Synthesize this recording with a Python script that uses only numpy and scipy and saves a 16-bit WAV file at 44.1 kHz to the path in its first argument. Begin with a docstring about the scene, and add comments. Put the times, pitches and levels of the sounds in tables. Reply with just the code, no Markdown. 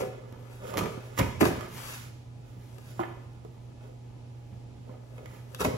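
"""A blade saws and slits the packing tape of a cardboard box in a living room, near a two-port microphone.
Stick-slip clicks and single knocks ring the box panels as decaying sines; tape and sleeve hiss as fine
grains, jolts add snapping fibres and a thump of the cushions, and a sweep of the knife hand sings faintly.
Sparse decaying taps make the room's answer; steady hum tones lie under soft, slowly swelling room air."""
import sys
import numpy as np
from scipy import signal
from scipy.fft import rfft, irfft, next_fast_len
from scipy.io import wavfile
from scipy.ndimage import uniform_filter1d

SR = 44100
rng = np.random.default_rng(int(sys.argv[2]) if len(sys.argv) > 2 else 0)


def transcribe(u):
    """Save the signal u as a 16-bit wav file named by the first command-line argument.

    u: samples, shape (n,) or (channels, n), limited to [-1, 1]; the rate is SR.
    q: integer samples, one column per channel.
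    """
    v = np.clip(np.atleast_2d(u).T, -1, 1)
    q = np.round(v * 32767).astype(np.int16)
    wavfile.write(sys.argv[1], SR, q)


N = 254447

# box panel modes: (frequency [Hz], relative level [dB], t60 before any lengthening [s])
BOX_MODES = [(96, 1, 0.029), (138, -10, 0.041), (189.5, -8.5, 0.034), (269, 2, 0.041), (350, 1.5, 0.048),
             (427.4, 3, 0.035), (507.8, 0.5, 0.067), (635, 5, 0.033), (747.5, -6, 0.11), (882, -9.5, 0.038),
             (1008, -5.5, 0.018), (1179, -12.5, 0.049), (1276, -12, 0.037), (1370, -14.5, 0.038),
             (1512, -19, 0.05), (1695, -15, 0.05), (1770, -15.5, 0.017), (1983, -18, 0.049),
             (2230, -12.5, 0.02), (2443, -16.5, 0.021), (2620, -12.5, 0.014), (3000, -37, 0.0075),
             (3120, -11, 0.01), (3690, -15.5, 0.0074)]
# spectrum of snapping tape fibres: (frequency [Hz], relative level [dB])
CRACK_SPECTRUM = [(800, 4), (1500, 27), (4000, 20.5), (6000, 19.5), (9000, 14.5), (12000, 17.5),
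                  (16000, 7.5)]
MODE_HZ = np.array(BOX_MODES)[:, 0]
STIFF_ABOVE_HZ = 850
FIDGET_S = 0.039  # smoothing span of hand motion


def handling():
    """Drive of middle panels, stiff panels, rocking, hiss; rest, slides and jolts add in power."""
    # slides of blade, hand and sleeve: (peak time [s], swell [s], fade [s], rubbing on middle panels [dB],
    # rubbing on stiff panels [dB], hiss [dB])
    slides = [(.05, 0.043, 0.018, -41, -58, -54), (0.33, 0.18, 0.1, -56, -61.5, -72),
              (0.54, 0.057, 0.03, -55.5, -56, -59.5), (0.7, 0.037, 0.12, -40.5, -45, -50),
              (1.03, 0.055, 0.2, -53.5, -57.5, -60.5), (1.6, 0.078, 0.047, -47, -48, -58),
              (1.886, 0.08, 0.063, -83, -51.5, -41.5), (2.62, 0.094, 0.32, -70, -68, -66),
              (2.97, 0.11, 0.051, -58.5, -74, -58.5), (3.84, 0.018, 0.038, -52.5, -61.5, -72),
              (4.91, 0.028, 0.047, -53.5, -62.5, -73), (5.2, 0.055, 0.044, -56, -62, -64.5),
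              (5.33, 0.046, 0.059, -63, -61, -60), (5.55, 0.032, 0.058, -55, -73, -60),
              (5.74, .05, .1, -44, -67, -73)]
    # blade breaks through or hand lands: (peak time [s], rise [s], scraping on middle panels [dB],
    # scraping on stiff panels [dB], rocking [dB], hiss [dB])
    jolt_list = [(0.008, 0.18, -34, -42, -51, -40.5), (0.786, 0.012, -32.5, -38, -33, -33),
                 (1.19, 0.018, -37, -37, -27, -30.5), (1.411, 0.011, -43, -49, -28, -28.5),
                 (1.459, 0.031, -30, -57, -29, -28.5), (3.002, 0.021, -37, -40, -54, -52.5),
                 (5.607, 0.018, -34.5, -49, -32.5, -30), (5.645, .01, -32.5, -49, -44, -32.5),
                 (5.68, .02, -40, -57, -39, -54)]
    # hands resting on the box: (middle panels [dB], stiff panels [dB], rocking [dB], hiss [dB])
    rest_db = (-78, -69, -55, -75)
    # fall after a jolt: (middle panels [dB/s], stiff panels [dB/s], rocking [dB/s], hiss [dB/s])
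    settle_db_per_s = (105, 121, 93, 400)
    # unsteady hands, rms: (middle panels [dB], stiff panels [dB], rocking [dB], hiss [dB])
    fidget_db = (2.2, 1.2, 3.3, 1.6)
    slide_edge_db = -2  # one swell before and one fade after the peak
    slide_rock_db = -5.5  # rocking re rubbing on middle panels
    rise_from_db = -20  # one rise before the jolt peak

    t = np.arange(N) / SR
    power = np.ones((4, N)) * gain_of(np.array(rest_db)[:, None]) ** 2
    for peak_s, swell_s, fade_s, rub_db, stiff_db, hiss_db in slides:
        shape_db = slide_edge_db * ((t - peak_s) / np.where(t < peak_s, swell_s, fade_s)) ** 2
        peak_db = np.array([[rub_db], [stiff_db], [rub_db + slide_rock_db], [hiss_db]])
        power += gain_of(peak_db + shape_db) ** 2

    jolt_power = np.zeros((4, N))
    for peak_s, rise_s, *peak_db in jolt_list:
        rise_db = rise_from_db * (peak_s - t) / rise_s
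        settle_db = np.array(settle_db_per_s)[:, None] * (peak_s - t)
        shape_db = np.where(t < peak_s, rise_db, settle_db)
        jolt_power += gain_of(np.array(peak_db)[:, None] + shape_db) ** 2

    fidget = gain_of([db * np.clip(wander(FIDGET_S), -2, 2) for db in fidget_db])
    return np.sqrt(power + jolt_power) * fidget, np.sqrt(jolt_power)


def dragging(drives):
    """Stick-slip clicks of the blade ring the panels, most near the touch; rocking moves the lowest."""
    # where the blade presses: (time [s], middle panel [Hz], stiff panel [Hz])
    touch = [(0, 430, 1210), (.66, 477, 1160), (.75, 410, 1130), (.9, 400, 1270), (1.19, 430, 2170),
             (1.3, 400, 2150), (1.41, 350, 1200), (1.5, 400, 1320), (3, 350, 1010), (4.9, 498, 1050),
             (5.2, 483, 1310), (5.28, 506, 2150), (5.4, 470, 2150), (5.6, 460, 1300), (5.66, 400, 2100),
             (5.77, 430, 1100)]
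    middle_reach_db, stiff_reach_db = 8, 2.5  # touched panel re far ones
    touch_wander = .06  # rms share of touched frequency

    touch_s, *touched = np.transpose(touch)
    low, stiff = MODE_HZ < 200, MODE_HZ > STIFF_ABOVE_HZ
    signs = rng.choice([-1., 1.], (len(BOX_MODES), 1))
    clicks = slips(1500, 3.15)
    rings = signal.oaconvolve(clicks[None], signs * panels(), axes=1)[:, :N]
    roam = 1 + touch_wander * wander(FIDGET_S)
    parts = []
    groups = (~low & ~stiff, stiff)
    for group, under_hz, reach_db in zip(groups, touched, (middle_reach_db, stiff_reach_db)):
        touched_hz = np.interp(np.arange(N) / SR, touch_s, under_hz) * roam
        share = gain_of(reach_db * nearness(touched_hz)[group])
        ring_power = np.mean(rings[group] ** 2, axis=1, keepdims=True)
        power = (share ** 2 * ring_power).sum(axis=0)
        parts.append((share * rings[group]).sum(axis=0) / np.sqrt(power))
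    parts.append(evened(rings[low].sum(axis=0)))
    return sum(drive * part for drive, part in zip(drives, parts))


def slips(per_s, spread_db):
    """Random clicks of either sign, a few of them large."""
    size = gain_of(spread_db * np.minimum(rng.exponential(1, N), 4)) * rng.choice([-1., 1.], N)
    return size * (rng.random(N) < per_s / SR)


def panels(bend=1, linger=1):
    """Decaying sine of each panel after one blow; bend scales pitch, linger scales t60."""
    t = np.arange(SR // 4) / SR
    hz, db, t60_s = np.transpose(BOX_MODES)[:, :, None]
    return gain_of(db - 60 * t / (t60_s * linger)) * np.sin(2 * np.pi * hz * bend * t)


def nearness(touched_hz):
    """Closeness of each panel to the touched one in log frequency, 0-1."""
    octaves = np.log2(MODE_HZ[:, None] / touched_hz)
    return np.exp(-(octaves / .22) ** 2)


def knocks():
    """Blows ring panels through a soft contact, stiff ones crumple on; the tape adds a short crack."""
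    # single snaps and knocks: (time [s], middle-panel peak [dB], low panels re middle [dB],
    # stiff panels re middle [dB], tape crack re middle [dB], struck middle panel [Hz],
    # struck stiff panel [Hz], struck panels' emphasis [dB], their t60 factor [1], contact time constant [ms])
    blows = [(0.007, -29, -30, -0.5, -6, 450, 2300, 6.5, 1.3, 0.051),
             (0.018, -25, -27, -35, -5.5, 480, 1200, 14, 3.2, 0.14),
             (0.325, -48.5, 9, -11, 5.5, 510, 1200, 13, 0.97, .03),
             (0.739, -33, 0, 4.5, 2, 406, 1090, 22, 0.87, 0.055),
             (0.761, -41, 16, -17, -25, 190, 1200, 14, 1.6, 0.27),
             (0.772, -22, -19, -9, 4.5, 420, 1110, 7.6, 1, 0.028),
             (0.779, -21.5, -1, -2.5, 3.5, 400, 1150, 10, 1.2, 0.038),
             (0.79, -31.5, -20, 10, 11, 406, 1220, 14, 0.57, 0.03),
             (0.808, -27, -14, 3, -9, 417, 1290, 13, 0.79, 0.052),
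             (0.817, -27, -1, -11, -23, 191, 1200, 26, 1.3, 0.11),
             (0.838, -29, -15, 2.5, 2, 358, 1190, 7.1, 0.72, 0.1),
             (0.858, -35, -12, 7, 2, 420, 2240, 11, 1.3, 0.029),
             (0.975, -33.5, 0.5, -26, -23, 370, 1200, 5.7, 0.92, 0.34),
             (1.177, -37, -1, 14, 8, 580, 1900, 7, 1.9, 0.023),
             (1.188, -26, -14, 2, 7.5, 500, 1490, 7.8, 0.55, 0.066),
             (1.193, -24, -15, 3.5, 6, 503, 1400, 5.2, 0.94, 0.034),
             (1.198, -20.5, -18, 1.5, -16, 580, 1000, 11, 1.1, 0.028),
             (1.203, -24, 3, -1, -14, 290, 2220, 14, 1.7, 0.031),
             (1.211, -28, 11.5, 4.5, -25, 144.5, 2250, 24.5, 1.5, 0.031),
             (1.228, -31.5, -10, 6, -15, 480, 2370, 18, 1.7, 0.036),
             (1.24, -34, 8.5, 6, -25, 250, 950, 20, 1, .05),
             (1.408, -21.5, -12, 5.5, -10, 735, 2320, 14, 0.93, 0.029),
             (1.413, -13, -7, -5, -4.5, 358, 1880, 19, 1, 0.025),
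             (1.422, -16, -1, -18, -26, 302, 1200, 12, 0.86, 0.14),
             (1.429, -18, 1, 6, -23, 290, 1110, 8.2, 1.6, 0.05),
             (1.435, -23, 2, -8, -16, 270, 1120, 14, 0.57, 0.079),
             (1.443, -19, -7, -6, -20, 344, 2370, 9.5, 1.4, 0.021),
             (1.454, -20.5, -19, 2, -22, 150, 1060, 6.3, 0.76, 0.058),
             (1.465, -25, -14, 0, -4, 507, 1930, 21, 1.4, 0.032),
             (1.481, -27, -1, -11, -20, 400, 1300, 12, 1.1, 0.044),
             (1.506, -32.5, 8, 2, -15, 238, 1300, 9.3, 1.2, 0.048),
             (1.609, -47, -6, 17, 14.5, 470, 1200, 8.3, 0.75, 0.033),
             (2.783, -46, -12, -7, 6.5, 536, 1180, 9.5, 1.3, 0.035),
             (2.994, -26, -21, 4.5, -17, 750, 1000, 25, 1.5, 0.022),
             (2.997, -23, -14, -23, -40, 348, 1000, 24, 1.85, 0.12),
             (3.011, -32, -22, 0, -22, 710, 1400, 11, 1.6, 0.04),
             (3.034, -32, -22, 5, -17, 735, 1770, 6.7, 1.5, 0.028),
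             (3.059, -46, -15, -13, -35, 350, 1000, 16, .6, .1),
             (3.449, -35, -4.5, -15.5, -15, 410, 1200, 7.3, 2, 0.16),
             (4.894, -41.5, 4.5, -3.5, -30, 483, 1030, 14, 3.3, 0.1),
             (5.18, -39, -17, -3, -8, 454, 2300, 6.7, 1.7, 0.032),
             (5.207, -43, -24, -19, -30, 446, 1200, 21, 1.4, .08),
             (5.258, -47, -10, 10, 6, 627, 2130, 10, 1, 0.01),
             (5.547, -54.5, -19, 21, 28.5, 390, 3470, 23, 1.4, 0.013),
             (5.594, -40, -19, 7, -12, 450, 1290, 12, 1.5, 0.066),
             (5.605, -27, -15, -2, -8, 430, 990, 7.4, 1.2, .05),
             (5.612, -24, -24, 2, -9, 480, 1300, 8.1, 2.2, 0.056),
             (5.618, -24.5, -25, 0, -15, 480, 910, 10, 1.5, 0.094),
             (5.648, -19.5, -20, 5.5, -3, 537, 970, 27, 0.55, 0.085),
             (5.649, -30, -22, 10.5, -8, 547, 2150, 34, 0.73, 0.025),
             (5.653, -15, -16, -11, -22, 624, 1260, 13, 1.35, 0.048),
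             (5.657, -26, 4, -8, -25, 285, 900, 16, 1.7, 0.092),
             (5.673, -28, 12, -7, -25, 105, 900, 15, 1, 0.27),
             (5.737, -34, 7, -11, -27, 140, 1000, 21, 2.1, 0.15)]
    out, t = np.zeros(N + SR), np.arange(SR // 20) / SR
    low, stiff = MODE_HZ < 300, MODE_HZ > STIFF_ABOVE_HZ
    grit = rng.standard_normal((len(blows), 2, len(t) + len(BOX_MODES)))
    for settings, (noise, crumbs) in zip(blows, grit):
        s, db, low_db, stiff_db, crack_db, hz, stiff_hz, focus_db, linger, contact_ms = settings
        near = np.maximum(nearness(hz), nearness(stiff_hz))
        bend = 1 + noise[len(t):, None] / 50
        signs = np.sign(crumbs[len(t):, None])
        spot = gain_of(focus_db * near) * panels(bend, linger ** near) * signs
        press = t * np.exp(-t / (contact_ms / 1000))  # longer contact sounds duller
        spot = signal.oaconvolve(spot, press[None], axes=1)[:, :spot.shape[1]]

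        crumple = (t == 0) + gain_of(-29.5 - 60 * t / 0.091) * crumbs[:len(t)]
        rattle = signal.oaconvolve(spot[stiff].sum(axis=0), crumple)[:spot.shape[1]]
        groups = spot[~low & ~stiff].sum(axis=0), spot[low].sum(axis=0), rattle
        levels_db = (0, low_db, stiff_db)
        blow = sum(gain_of(g) * ring / abs(ring).max() for g, ring in zip(levels_db, groups))

        fade = gain_of(-60 * t / .014) * np.minimum(t / .0003, 1)
        z = rfft(noise[:len(t)] * fade)
        snap = irfft(z / abs(z), len(t))  # flat spectrum
        crack = coloured(snap, CRACK_SPECTRUM) * np.sqrt(fade)
        blow[:len(t)] += gain_of(crack_db) * crack / abs(crack).max()
        out[round(s * SR):][:len(blow)] += gain_of(db) * blow
    return out[:N]


def hiss(drive):
    """Tape fibres and cloth: dense fine grains."""
    # (frequency [Hz], relative level [dB])
    hiss_spectrum = [(500, -2.5), (1500, 0), (2500, -2), (4000, -6), (7000, -6), (11000, -7),
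                     (16000, -10.5)]
    return drive * evened(coloured(slips(9000, 3.1), hiss_spectrum))


def tearing(rock, rip):
    """In a jolt single fibres snap, and the cushions thump under the box."""
    # thump: (level [dB], spectrum of (frequency [Hz], relative level [dB]))
    thump_db, thump_spectrum = -35, [(20, -16), (35, 15), (60, -7), (90, -25), (200, -72)]
    crackle_db, crackle_per_s = -8, 400  # level re jolt hiss
    snaps = gain_of(crackle_db) * rip * evened(coloured(slips(crackle_per_s, 4), CRACK_SPECTRUM))
    rumble = evened(coloured(rng.standard_normal(N), thump_spectrum))
    return snaps + gain_of(thump_db) * rock * rumble


def swish():
    """Sweep of the knife hand: noise in narrow bands that swell, drift upward and fade."""
    # (frequency at mid-sweep [Hz], width of each of two poles [Hz], level before the swell [dB])
    swish_bands = [(2750, 500, -75), (4950, 380, -71), (7200, 450, -70)]
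    middle_s, spread_s, glide = 2.92, .045, .02  # glide: pitch share either side of the middle
    t = np.arange(N) / SR
    place, out = (t - middle_s) / spread_s, np.zeros(N)
    for hz, width_hz, db in swish_bands:
        gliding_hz = hz * (1 + glide * np.tanh(place))
        carrier = np.exp(2j * np.pi * np.cumsum(gliding_hz) / SR)
        r = np.exp(-np.pi * width_hz / SR)
        two_poles = np.convolve([1, -r], [1, -r])
        slow = signal.lfilter([1], two_poles, rng.standard_normal(N) / carrier)
        out += gain_of(db) * evened((carrier * slow).real)
    return out * np.exp(-place ** 2 / 2)


def scatter(t60_s):
    """Short cloud of reflections: decaying noise whitened to leave the colour nearly alone."""
    t = np.arange(SR // 20) / SR
    z = rfft(rng.standard_normal(len(t)) * gain_of(-60 * t / t60_s))
    return irfft(z / abs(z), len(t)) * (t < t[-1] / 2)


def tails(start):
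    """Two unrelated room tails of sparse taps, each band dying at its own speed, energy 1."""
    # (frequency [Hz], t60 [s])
    room_t60 = [(100, 0.13), (300, 0.6), (1000, 0.67), (4000, 0.86), (12000, 0.45)]
    taps = np.zeros((2, SR))
    slots = np.arange(start, SR - 20, 20)
    at = slots + rng.integers(0, 20, (2, len(slots)))
    np.put_along_axis(taps, at, rng.choice([-1., 1.], at.shape), 1)
    hz, t, z = signal.stft(taps, SR, nperseg=256)
    f, t60_s = np.transpose(room_t60)
    decay = gain_of(-60 * t / np.interp(hz, f, t60_s)[:, None])
    tail = signal.istft(z * decay, SR, nperseg=256)[1]
    return tail / np.linalg.norm(tail, axis=1, keepdims=True)


def air():
    """Coloured noise with a slow swell, and steady hum sines."""
    # (frequency [Hz], relative level [dB])
    air_spectrum = [(20, -21), (40, 9), (80, 7), (130, 14), (200, -38), (250, 2.5), (400, -1), (850, -7),
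                    (1200, -23.5), (2500, -19), (5500, -24), (8000, -26.5), (11000, -33), (13000, -51),
                    (14500, -73)]
    # (frequency [Hz], rms level in each field [dB])
    hum_tones = [(120.1, -46.5), (240, -64), (830, -69)]
    air_db, swell_db = -52, 0.67
    t = np.arange(N) / SR
    swell = evened(uniform_filter1d(rng.standard_normal(N), 6000))
    wash = evened(coloured(rng.standard_normal((2, N)), air_spectrum))
    shifted_s = t + np.array([[0], [1 / 480]])  # scattered field: quarter cycle ahead near 120 Hz
    hum = sum(gain_of(db) * np.sqrt(2) * np.sin(2 * np.pi * (hz * shifted_s + rng.random()))
              for hz, db in hum_tones)
    return gain_of(air_db + swell_db * swell) * wash + hum


def gain_of(db):
    """Decibels to an amplitude factor."""
    return 10 ** (np.asarray(db) / 20)


def evened(x):
    """Scales to rms 1."""
    return x / np.sqrt(np.mean(x ** 2) + 1e-20)


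def coloured(x, points):
    """Filters along time by a (frequency [Hz], level [dB]) spectrum."""
    f, db = np.transpose(points)
    hz = np.fft.rfftfreq(x.shape[-1], 1 / SR)
    return irfft(rfft(x) * gain_of(np.interp(np.log(hz + 1), np.log(f), db)), x.shape[-1])


def wander(span_s):
    """Twice-smoothed noise of rms 1."""
    width = round(span_s * SR)
    return evened(uniform_filter1d(uniform_filter1d(rng.standard_normal(N), width), width))


def scene():
    """Two sound fields: the direct one, and one scattered by the nearby cushions."""
    room_db, turn_s = -8, .23
    (*drives, hiss_drive), (*_, rock, rip) = handling()
    box = dragging(drives) + hiss(hiss_drive) + knocks() + swish()
    highpass = signal.butter(4, 72, "high", fs=SR, output="sos")
    near = signal.sosfilt(highpass, box) + tearing(rock, rip)
    out = air()
    out[0] += near
    t = np.arange(N) / SR
    for k in range(3):  # three random scatters and room tails fade into one another: the image keeps shifting
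        part = near * np.sqrt(2 / 3) * np.cos(np.pi * (t / turn_s + k / 3))
        out[1] += signal.oaconvolve(part, scatter(t60_s=0.022))[:N]
        out += gain_of(room_db) * signal.fftconvolve(part[None], tails(start=300), axes=1)[:, :N]
    return out


def record(dry):
    """Ports share the direct field, hear the scattered one in opposite sign; right phase lead, band limit."""
    # (frequency [Hz], left-right likeness [0-1], left over right [dB])
    ports = [(30, 0.66, -2), (130, 1, -2.5), (350, 0.44, -4), (716, 0.08, -0.5), (1400, 0.17, -0.5),
             (2330, 0, -1.5), (4000, 0.05, 0), (5800, 0.3, -1.5), (7200, 0.1, 0), (8830, 0.89, 1.5),
             (10100, 0.88, -1), (12000, 0.73, 1.5), (13100, 0.9, -3), (14400, 0.87, 3), (16400, 0.8, 1)]
    # (frequency [Hz], phase lead of the right port [rad])
    right_lead = [(0, 0), (1400, .5), (2400, 1.9), (4000, 2), (5800, 0), (8800, -3.14), (14300, -9.42),
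                  (16500, -11.9)]
    edge_hz = 15850
    size = next_fast_len(N + 4096)
    hz = np.fft.rfftfreq(size, 1 / SR)
    f, share, tilt_db = np.transpose(ports)
    share = np.clip(np.interp(hz, f, share), 0, 1)
    tilt = gain_of(np.interp(hz, f, tilt_db) / 2)
    direct, scattered = rfft(dry, size) * np.sqrt([(1 + share) / 2, (1 - share) / 2])
    left = direct + scattered
    right = (direct - scattered) * np.exp(1j * np.interp(hz, *np.transpose(right_lead)))
    pair = irfft(np.array([left * tilt, right / tilt]), size)[:, :N]
    lowpass = signal.firwin(511, edge_hz, window=("kaiser", 9), fs=SR)
    return signal.oaconvolve(pair, lowpass[None], "same")


dry = scene()
out = record(dry)
transcribe(out)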